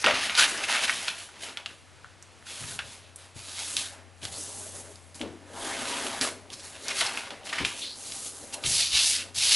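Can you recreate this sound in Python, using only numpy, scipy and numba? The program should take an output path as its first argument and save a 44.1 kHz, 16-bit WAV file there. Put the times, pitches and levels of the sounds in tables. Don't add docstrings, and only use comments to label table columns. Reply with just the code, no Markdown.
import sys
import numpy as np
from scipy import signal
from scipy.fft import rfft, irfft, next_fast_len
from scipy.io import wavfile
from scipy.ndimage import uniform_filter1d
from numba import njit

SR = 44100
rng = np.random.default_rng(int(sys.argv[2]) if len(sys.argv) > 2 else 0)


def natural_amplitude(level_db):
    exponent = np.asarray(level_db, float) / 20
    return 10 ** exponent


def transcribe(signal):
    frames = np.atleast_2d(signal).T
    limited = np.clip(frames, -1, 1)
    pcm = np.round(limited * 32767).astype(np.int16)
    wavfile.write(sys.argv[1], SR, pcm)


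N = 421155
TIME = np.arange(N) / SR


def unit(x):
    return x / np.sqrt(np.mean(x ** 2))


@njit
def resonate(x, hz, width):
    y, band, low = np.empty(len(x)), 0., 0.
    for i in range(len(x)):
        g, damping = np.tan(np.pi * hz[i] / SR), width / hz[i]
        v = (band + g * (x[i] - low)) / (1 + g * (g + damping))
        band, low = 2 * v - band, low + 2 * g * v
        y[i] = damping * v
    return y


def ring(x, hz, width):
    return unit(resonate(x, np.full(len(x), 1. * hz), 1. * width))


def walk(rate):
    hold = int(SR / rate)
    steps = np.repeat(rng.standard_normal(N // hold + 1), hold)
    return 1.84 * uniform_filter1d(uniform_filter1d(steps, hold), hold)[:N]


def colour(x, response):
    hz, db = np.transpose(response)
    size = next_fast_len(len(x))
    bins = np.arange(size // 2 + 1) * SR / size + 1
    gain = natural_amplitude(np.interp(np.log(bins), np.log(hz), db))
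    return irfft(rfft(x, size) * gain, size)[:len(x)]


def hum():
    # time in seconds, level in dB
    levels = [(0.0, -59), (1.09, -67), (1.91, -61), (4.71, -53), (5.56, -55.5), (5.95, -63), (6.33, -56),
              (7.34, -64.5), (8.7, -61), (8.9, -54), (9.55, -55)]
    phase = 2 * np.pi * np.cumsum(90.8 + 1.3 * walk(8.8)) / SR
    level_db = np.interp(TIME, *np.transpose(levels)) + 0.28 * walk(13)
    return np.sqrt(2) * natural_amplitude(level_db) * np.sin(phase)


def room_air():
    # frequency in Hz, level in dB
    spectrum = [(20, -14), (50, -5), (75, 3), (120, 3.5), (170, -2.5), (550, -2), (2500, -6.5),
                (11500, -18)]
    return unit(colour(rng.standard_normal(N), spectrum)) * natural_amplitude(-53.5 + 0.87 * walk(6.6))


def hands():
    # peak in seconds, rise in seconds, fall in seconds, peak in dB,
    # slide in dB (+ gliding, - bending)
    lifting = [(.028, 0.33, 0.0052, -34.5, 25), (.043, 0.0018, 0.022, -21, -2),
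               (.075, 0.047, 0.095, -29, -13), (.11, 0.054, 0.079, -32.5, -8)]
    pressing = [(4.236, 0.023, 0.1, -38, -1), (4.325, 0.021, 0.097, -41, 5), (4.38, 0.067, 0.073, -54, 17),
                (4.43, 0.2, 0.56, -44.5, 10.5), (4.62, 0.21, 0.36, -50, 6), (4.8, 0.35, 0.14, -54, 15.5),
                (4.87, 0.47, 0.074, -56.5, -20), (5.15, 0.0048, 0.077, -48, 8.5),
                (9.27, 0.089, 0.11, -51, -18)]
    folding = [(.145, 0.0099, 0.29, -27.5, -4), (.242, 0.076, 0.079, -28, 2), (.3, 0.0076, 0.069, -32, -20),
               (.377, .004, 0.062, -21.5, 5), (.397, 0.035, 0.064, -17, 4), (.44, 0.13, 0.034, -19.5, 2),
               (.49, .05, 0.36, -37, 12.5), (.6, 0.34, 0.092, -36, -22), (.64, 0.032, 0.065, -34, 10),
               (.7, .04, 0.24, -26.5, 2.5), (.762, 0.17, 0.1, -28.5, -6), (.845, 0.053, 0.033, -23, 3),
               (.9, 0.066, 0.22, -33, 10.5), (1.0, 0.18, 0.27, -36.5, 4), (1.082, 0.023, 0.061, -29, 1),
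               (1.19, 0.13, 0.19, -40.5, 8), (1.36, 0.053, 0.22, -46.5, 3), (1.435, 0.065, 0.12, -39, 8.5),
               (1.49, 0.074, 0.07, -40, -5), (1.575, 0.025, 0.13, -44.5, -3), (1.66, 0.0054, .04, -57, 1),
               (1.69, 0.047, 0.31, -52, 6.5), (1.95, .3, 0.65, -77, 6)]
    creasing = [(2.478, 0.027, 0.27, -42, -1), (2.686, 0.26, 0.13, -40, 2.5), (2.79, 0.012, 0.13, -48, -3),
                (2.9, 0.09, 0.13, -45, 2), (3.08, .2, 0.079, -54.5, -5.5), (3.2, 0.036, 0.15, -50.5, -2.5),
                (3.37, 0.031, 0.62, -46, 0.5), (3.52, 0.12, 0.28, -40.5, 3), (3.61, 0.046, 0.24, -37.5, 4),
                (3.72, 0.14, 0.15, -48.5, 11), (3.775, 0.0035, 0.16, -36.5, 2),
                (3.85, 0.11, 0.13, -51, 7.5), (3.95, 0.21, 0.19, -57.5, -34)]
    nailing = [(5.212, 0.059, 0.044, -52, 9), (5.3, 0.05, 0.34, -63, 5), (5.55, 0.074, 0.26, -54.5, 6),
               (5.63, 0.14, 0.7, -42.5, 5), (5.72, 0.15, 0.55, -38.5, 1.5), (5.84, 0.11, 0.47, -46, 4),
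               (5.974, 0.46, 0.22, -37, 1.5), (6.12, 0.41, 0.28, -40.5, 2.5), (6.19, 0.36, 0.018, -39.5, 2),
               (6.215, 0.01, .11, -28.5, 4.5)]
    unfolding = [(6.525, 0.025, 0.089, -42.5, 4), (6.65, 0.12, 0.21, -44.5, 8.5),
                 (6.76, 0.11, 0.17, -46.5, -3), (6.85, 0.14, 0.14, -43, 8.5),
                 (6.89, 0.041, 0.099, -31.5, -7), (7.005, 0.09, 0.11, -27.5, 4.5),
                 (7.03, 0.025, 0.36, -39, -20), (7.195, 0.29, 0.083, -35.5, 0.5),
                 (7.26, 0.11, 0.19, -41.5, -3), (7.31, 0.0057, 0.061, -41, -19), (7.46, 0.023, 0.2, -43, 9),
                 (7.63, 0.15, 0.033, -33, -9), (7.647, 0.0059, 0.12, -29.5, 1),
                 (7.56, 0.043, 0.11, -36.5, -7)]
    smoothing = [(7.79, 0.058, 0.15, -39, 1), (7.845, 0.04, 0.1, -41, -3), (8.074, 0.22, 0.6, -44.5, 7),
                 (8.25, 0.53, 0.17, -43, 9), (8.42, 0.22, 0.18, -53, 12.5), (8.58, 0.42, 0.21, -55.5, -39),
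                 (8.542, 0.024, 0.022, -34, 3)]
    turning = [(8.637, 0.0035, 0.13, -32.5, -13), (8.68, 0.047, 0.17, -32, 11.5),
               (8.75, 0.085, 0.091, -26.5, 7.5), (8.812, 0.15, 0.11, -22.5, 3),
               (8.964, 0.067, 0.16, -20, 0), (9.07, 0.17, 0.13, -23.5, 8.5),
               (9.15, 0.12, 0.064, -26.5, 2.5), (9.2, 0.11, 0.062, -37.5, -36),
               (9.347, 0.0037, 0.098, -35, 5), (9.385, 0.029, 0.17, -26, 4), (9.44, .07, 0.17, -24, 2.5),
               (9.52, 0.095, 0.23, -19, 1.5)]
    LIFTING, PRESSING, FOLDING, CREASING = lifting, pressing, folding, creasing
    NAILING, UNFOLDING, SMOOTHING, TURNING = nailing, unfolding, smoothing, turning
    # strokes, hiss, flexing and table in dB against rustle,
    # focus in Hz, grit in dB, roundness of the swell (exponent)
    actions = [
        (LIFTING, -27.5, 2.9, -5.5, 2800, 1.0, 1.5),
        (PRESSING, -.1, -8, -7.5, 3000, .1, 1.11),
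        (FOLDING, -8.5, -4, -15, 2550, 0.96, 1.15),
        (CREASING, -0.087, -8.5, -16.5, 3700, .1, 2.22),
        (NAILING, -1.9, 0.34, -4, 3200, 0.7, 1.51),
        (UNFOLDING, -3.5, -5, -12.5, 3300, 1.4, 0.95),
        (SMOOTHING, -.1, -13, -11.5, 3430, 0.086, 1.3),
        (TURNING, -4, -20, -28, 3970, 0.21, 1.43),
    ]
    per_force, per_slide = (1.17, 1.077, 1.02, 0.56), (-0.038, 1, -0.38, -0.3)
    usual_db, span_db = -35, 20
    focus_oct_per_db = 0.0427
    t, power, traits = TIME[::32], 1e-30, 0
    for strokes, hiss_db, flex_db, table_db, focus_hz, grit_db, roundness in actions:
        for s, rise_s, fall_s, db, slide_db in strokes:
            away = np.abs(t - s) / np.maximum(np.where(t < s, rise_s, fall_s), .001)
            force_db = np.maximum(db - usual_db - span_db * away ** roundness, -200)
            mix_db = np.array([0, hiss_db, flex_db, table_db]) + np.multiply(per_slide, slide_db)
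            share = natural_amplitude(2 * (usual_db + mix_db[:, None] + np.outer(per_force, force_db)))
            power = power + share
            stroke_hz = focus_hz * 2 ** (focus_oct_per_db * slide_db)
            traits = traits + np.outer([stroke_hz, grit_db], share[0])
    return [np.interp(TIME, t, row) for row in (*np.sqrt(power), *(traits / power[0]))]


def pings(grit_db):
    out = 0
    for hz in 250 * 2 ** np.arange(0, 4.6, .2):
        pops = (rng.random(N) < 120 / SR) * rng.standard_normal(N)
        patch = unit(resonate(pops, hz * (1 + 0.067 * walk(6)), hz / 22))
        out = out + np.sqrt(hz / SR) * patch
    return out * np.clip(grit_db, 0, 3.5)


def slips(grit_db):
    slips_per_s = 9000
    when = rng.random(N) < slips_per_s / SR
    size = natural_amplitude(np.clip(grit_db, 0, 2.5) * np.minimum(rng.exponential(1, N), 4))
    jerks = when * size * rng.standard_normal(N)
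    even = jerks / np.sqrt(uniform_filter1d(jerks ** 2, size=SR // 20) + 1e-9)
    return even + 0.16 * pings(grit_db)


def patchy(x):
    depth_db, life_s, width_hz = 2.6, .03, 260
    hz, t, z = signal.stft(x, SR, nperseg=512)
    field = rng.standard_normal(z.shape)
    for _ in range(2):
        field = uniform_filter1d(field, max(int(width_hz / hz[1]), 1), axis=0)
        field = uniform_filter1d(field, max(int(life_s / t[1]), 1), axis=1)
    swell_db = depth_db * unit(field) / (1 + (hz[:, None] / 3000) ** 2)
    return unit(signal.istft(z * natural_amplitude(swell_db), SR, nperseg=512)[1][:N])


def rubbing():
    # frequency in Hz, level in dB
    rustle_response = [(1200, -47), (2000, -7), (2600, 1.5), (3500, 0.5), (5000, -1.5), (6500, -6.5),
                       (9000, -64)]
    hiss_response = [(3500, -22), (5200, -9.5), (6500, -1.5), (8500, -2), (10000, 0), (11100, -0.5),
                     (13000, -9.5)]
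    flex_response = [(400, -32), (700, -1.5), (1000, -0.5), (1600, 5.5), (2200, 0), (3200, -19)]
    table_response = [(70, -13), (160, -6.5), (260, 1.5), (420, -0.5), (650, -3), (900, -16), (1500, -75)]
    # frequency in Hz, width in Hz, level in dB
    modes = [(203, 17, -5), (251, 76, 0.5), (324, 8.8, -23), (408, 28, -1.5), (564, 53, 5), (674, 62, 0),
             (784, 8, 5), (980, 240, 8)]
    *gains, focus_hz, grit_db = hands()
    drive = patchy(slips(grit_db) * natural_amplitude(.8 * walk(40)))
    rustle = unit(colour(drive, rustle_response))
    hiss = unit(colour(drive, hiss_response))
    flex = unit(colour(drive, flex_response))
    table = unit(colour(drive, table_response))
    rustle = unit(0.37 * rustle + resonate(rustle, focus_hz, 2500.0))
    wood = sum(natural_amplitude(db) * ring(flex + table, hz, width) for hz, width, db in modes)
    parts = rustle, hiss, flex, unit(table + 0.86 * unit(wood))
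    return sum(gain * natural_amplitude(.8 * walk(20)) * part for gain, part in zip(gains, parts))


def room(x):
    t60_s, treble_t60_s = 0.32, 0.34
    t = TIME[:int(.7 * SR)]
    noise = rng.standard_normal(len(t))
    low = uniform_filter1d(noise, size=7)
    tail = low * natural_amplitude(-60 * t / t60_s) + (noise - low) * natural_amplitude(-60 * t / treble_t60_s)
    tail = tail * np.clip((t - .003) / 0.00036, 0, 1)
    return signal.fftconvolve(x, tail / np.sqrt(np.sum(tail ** 2)))[:N]


def snaps(events, treble_db, thin):
    out, t = np.zeros(N + SR), TIME[:SR // 10]
    for s, db, hz, body_db in events:
        noise = rng.standard_normal((3, len(t)))
        click = np.sin(2 * np.pi * hz * t) * t * hz * np.exp(1 - t * hz / .5) / .5
        click = signal.sosfilt(signal.butter(2, thin * hz, "high", fs=SR, output="sos"), click)
        buzz = ring(noise[0], hz, 0.26 * hz) * np.exp(-t / 0.0061)
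        tick = unit(np.diff(noise[1], prepend=0)) * np.exp(-t / 0.00093) * (1 - np.exp(-t / 0.00026))
        knock = ring(noise[2], 1400, 380) * np.exp(-t / 0.0037)
        snap = 0.89 * click + 0.18 * buzz + 1.3 * natural_amplitude(treble_db) * tick + 0.44 * natural_amplitude(body_db) * knock
        at = int(s * SR)
        out[at:at + len(t)] += natural_amplitude(db) * snap
    return signal.sosfilt(signal.butter(2, 600, "high", fs=SR, output="sos"), out[:N])


def kinks():
    # start in seconds, peak in dB, ring in Hz, body in dB
    events = [(0.0424, -6, 1540, -17), (0.0624, -2, 2880, -24), (0.3762, -10, 2800, -14),
              (0.0696, -2.5, 1490, -11), (0.0846, -6, 2200, -14), (0.1095, -10, 2400, -12),
              (0.697, -16.5, 1100, -13), (0.842, -16, 3900, -4), (0.2965, -10, 2470, -14),
              (0.3517, -7, 4200, -16), (0.8954, -2.5, 2020, -35), (1.0824, -8.5, 3380, -7.5),
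              (1.29, -34, 1490, -10), (1.5724, -15, 2980, -11.5), (1.66, -13.5, 3000, -12.5),
              (2.0448, -30, 1340, -8), (2.7902, -12.5, 2770, -4), (5.2138, -16.5, 2940, -33),
              (6.2123, -5.5, 4930, -38), (7.141, -26, 2003, -12), (7.149, -22, 1890, -14),
              (7.434, -33, 2780, -14), (7.306, -19.5, 3270, -11), (7.643, -20, 2700, -14),
              (7.6495, -4.5, 2720, -15), (8.1213, -17.5, 4180, -34)]
    return snaps(events, -36, 0.38)


def glides(events, share, peak_at, fade):
    out = np.zeros(N + SR)
    for s, length_s, from_hz, to_hz, db in events:
        noise = rng.standard_normal(SR // 2)
        x = np.minimum(TIME[:SR // 2] / length_s, 1)
        hz = from_hz + (to_hz - from_hz) * x
        width = share * (from_hz + to_hz) / 2
        fall = (1 - np.clip((x - peak_at) / (1 - peak_at), 0, 1)) ** fade
        swell = np.minimum(x / peak_at, 1) * fall
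        at = int(s * SR)
        out[at:at + len(x)] += natural_amplitude(db) * swell * unit(resonate(resonate(noise, hz, width), hz, width))
    return out[:N]


def air_pockets():
    # start in seconds, length in seconds, first Hz, last Hz, level in dB
    events = [(4.312, 0.19, 3600, 7400, -41), (4.74, .14, 10300, 10800, -49), (.5, 0.17, 340, 320, -46),
              (5.21, 0.088, 550, 500, -38), (4.45, 0.47, 7700, 10000, -47), (5.58, .3, 3400, 3200, -41),
              (5.86, .3, 3300, 3200, -46), (5.53, .25, 830, 1260, -41.5), (5.8, 0.38, 1000, 1250, -40),
              (0.051, 0.11, 570, 540, -22.5), (.385, .065, 3000, 3200, -21), (6.96, 0.11, 4800, 4200, -35),
              (3.45, 0.38, 4000, 5900, -51), (7.8, 0.18, 3500, 4600, -32), (8.06, .28, 10300, 8200, -50),
              (7.66, .26, 2600, 4200, -44)]
    return glides(events, 0.37, .15, 0.96)


def thumps():
    # start in seconds, peak in dB, frequency in Hz, T60 in seconds, sway in dB
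    landings = [(0.077, -30, 560, 0.18, -13), (2.603, -42, 118, 1, 0.5), (3.357, -40, 100, 0.27, -11),
                (4.228, -38.5, 108, 0.52, -15), (5.205, -28, 290, 0.61, -15), (6.515, -46.5, 105, 0.21, -2),
                (7.009, -37, 480, 0.25, -8), (7.602, -28, 269, 0.27, -2.5), (8.645, -31, 102, 0.55, -9),
                (8.927, -37.5, 61.3, 0.33, -9), (9.353, -40, 105.6, 0.33, -9)]
    out, t = np.zeros(N + SR), TIME[:SR // 2]
    for s, db, hz, t60, sway_db in landings:
        noise = rng.standard_normal((2, len(t)))
        fade = np.exp(-np.log(1000) * t / max(t60, .03)) * (1 - np.exp(-t / 0.0024))
        rumble = ring(noise[0], hz, 0.32 * hz)
        knock = np.sin(2 * np.pi * hz * t) * np.exp(-t / 0.028)
        sway = ring(ring(noise[1], 95, 120), 95, 120)
        at = int(s * SR)
        out[at:at + len(t)] += natural_amplitude(db) * fade * (0.7 * rumble + 0.59 * knock + 0.66 * natural_amplitude(sway_db) * sway)
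    return out[:N]


def cracks():
    # start in seconds, peak in dB, ring in Hz, body in dB
    events = [(0.5761, -16, 5000, -26), (0.7588, -12, 2780, -2), (2.2255, -29.5, 6600, -15),
              (2.4253, -39, 1770, -1), (2.467, -32, 1650, -19), (2.6392, -27.5, 2400, -1),
              (3.1596, -21.5, 8900, -30), (3.7673, -4, 3900, -42), (4.2168, -35, 2760, -20),
              (4.2313, -24, 3240, -28), (4.2522, -14.5, 3970, -13), (4.9572, -30, 4740, -30),
              (5.1452, -30, 4680, -36), (5.1951, -31, 2890, -22), (6.0672, -17.5, 2900, -0.5),
              (6.502, -23.5, 3360, -38), (6.8828, -9.5, 5300, -29), (7.0054, -18, 4300, -23),
              (7.009, -8.5, 3300, -6), (7.0125, -11, 1920, 0), (7.1738, -13, 2500, -11),
              (8.6393, -17, 3630, -9), (8.6626, -10, 3600, -33), (9.346, -42, 4640, -31)]
    return snaps(events, -5, 0.67)


def scuffs():
    # start in seconds, peak in dB, frequency in Hz
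    drags = [(0.635, -14, 2300), (0.6824, -17, 1700), (0.7443, -11.5, 2430), (0.8334, -16, 1610),
             (0.877, -12.5, 2000), (1.4312, -25, 2550), (6.529, -23.5, 4750), (6.594, -28, 4600),
             (6.905, -17.5, 2340), (7.0598, -14, 4260), (7.467, -23.5, 2100), (7.489, -20.5, 2730),
             (7.526, -13.5, 1780), (7.5808, -14.5, 2170), (8.535, -27, 3510), (9.3572, -18, 4720)]
    out, t = np.zeros(N + SR), TIME[:SR // 5]
    x = t / 0.011
    for s, db, hz in drags:
        band = ring(rng.standard_normal(len(t)), hz, 0.52 * hz)
        at = int(s * SR)
        out[at:at + len(t)] += natural_amplitude(db) * 0.5 * band * x * np.exp(1 - 2 * x)
    return out[:N]


def shivers():
    # start in seconds, length in seconds, first Hz, last Hz, level in dB
    events = [(2.791, 0.069, 1600, 1450, -35), (2.791, 0.066, 2850, 2400, -38), (3.77, .1, 3300, 3500, -32),
              (7.008, 0.044, 3700, 2500, -26), (7.01, 0.069, 1130, 1100, -27),
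              (1.661, 0.06, 1600, 1400, -44), (1.7, .05, 1600, 1500, -46), (6.9, 0.086, 640, 580, -42),
              (6.214, .08, 4800, 4200, -34), (7.01, .06, 730, 630, -32), (7.525, .05, 840, 800, -38)]
    return glides(events, 0.45, .03, 2.5)


def singing_spans():
    # start in seconds, length in seconds, first Hz, last Hz, level in dB
    events = [(4.56, 0.18, 406, 395, -50.5), (4.57, 0.082, 635, 600, -51), (4.78, 0.091, 840, 990, -52),
              (4.88, .06, 400, 400, -53), (5.85, 0.12, 960, 950, -35), (5.96, .07, 1000, 1000, -47),
              (5.69, .07, 620, 616, -47), (5.88, .07, 250, 255, -45), (6.09, 0.065, 1370, 1250, -48),
              (5.81, .06, 4650, 4700, -53), (5.92, .05, 4700, 4600, -50), (6.95, 0.045, 2550, 2600, -38)]
    return glides(events, 0.079, 0.33, 1.2)


def scene():
    # frequency in Hz, side minus mid in dB
    port_difference = [(40, -3), (100, -5), (200, -13), (400, -14), (700, -18), (1300, -29), (2000, -47.5)]
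    rub = rubbing() + air_pockets() + shivers() + singing_spans()
    snap = kinks() + cracks() + scuffs()
    near = natural_amplitude(-2.0) * rub + snap + thumps()
    echoes = natural_amplitude(-7.5) * room(natural_amplitude(-3.5) * rub + snap)
    mid = near + echoes + hum() + room_air()
    side = colour(mid + 1.6 * room_air() + natural_amplitude(-12.0) * room(near), port_difference)
    return np.array([mid + side, mid - side])


def top_cut(x):
    return signal.sosfilt(signal.butter(12, 12530, fs=SR, output="sos"), x)


def record(dry):
    low_pass = signal.ellip(10, .3, 60, 11250, fs=SR, output="sos")
    rounded = 0.72 * np.tanh(dry / 0.88)
    return top_cut(signal.sosfilt(low_pass, rounded))


dry = scene()
out = record(dry)
transcribe(out)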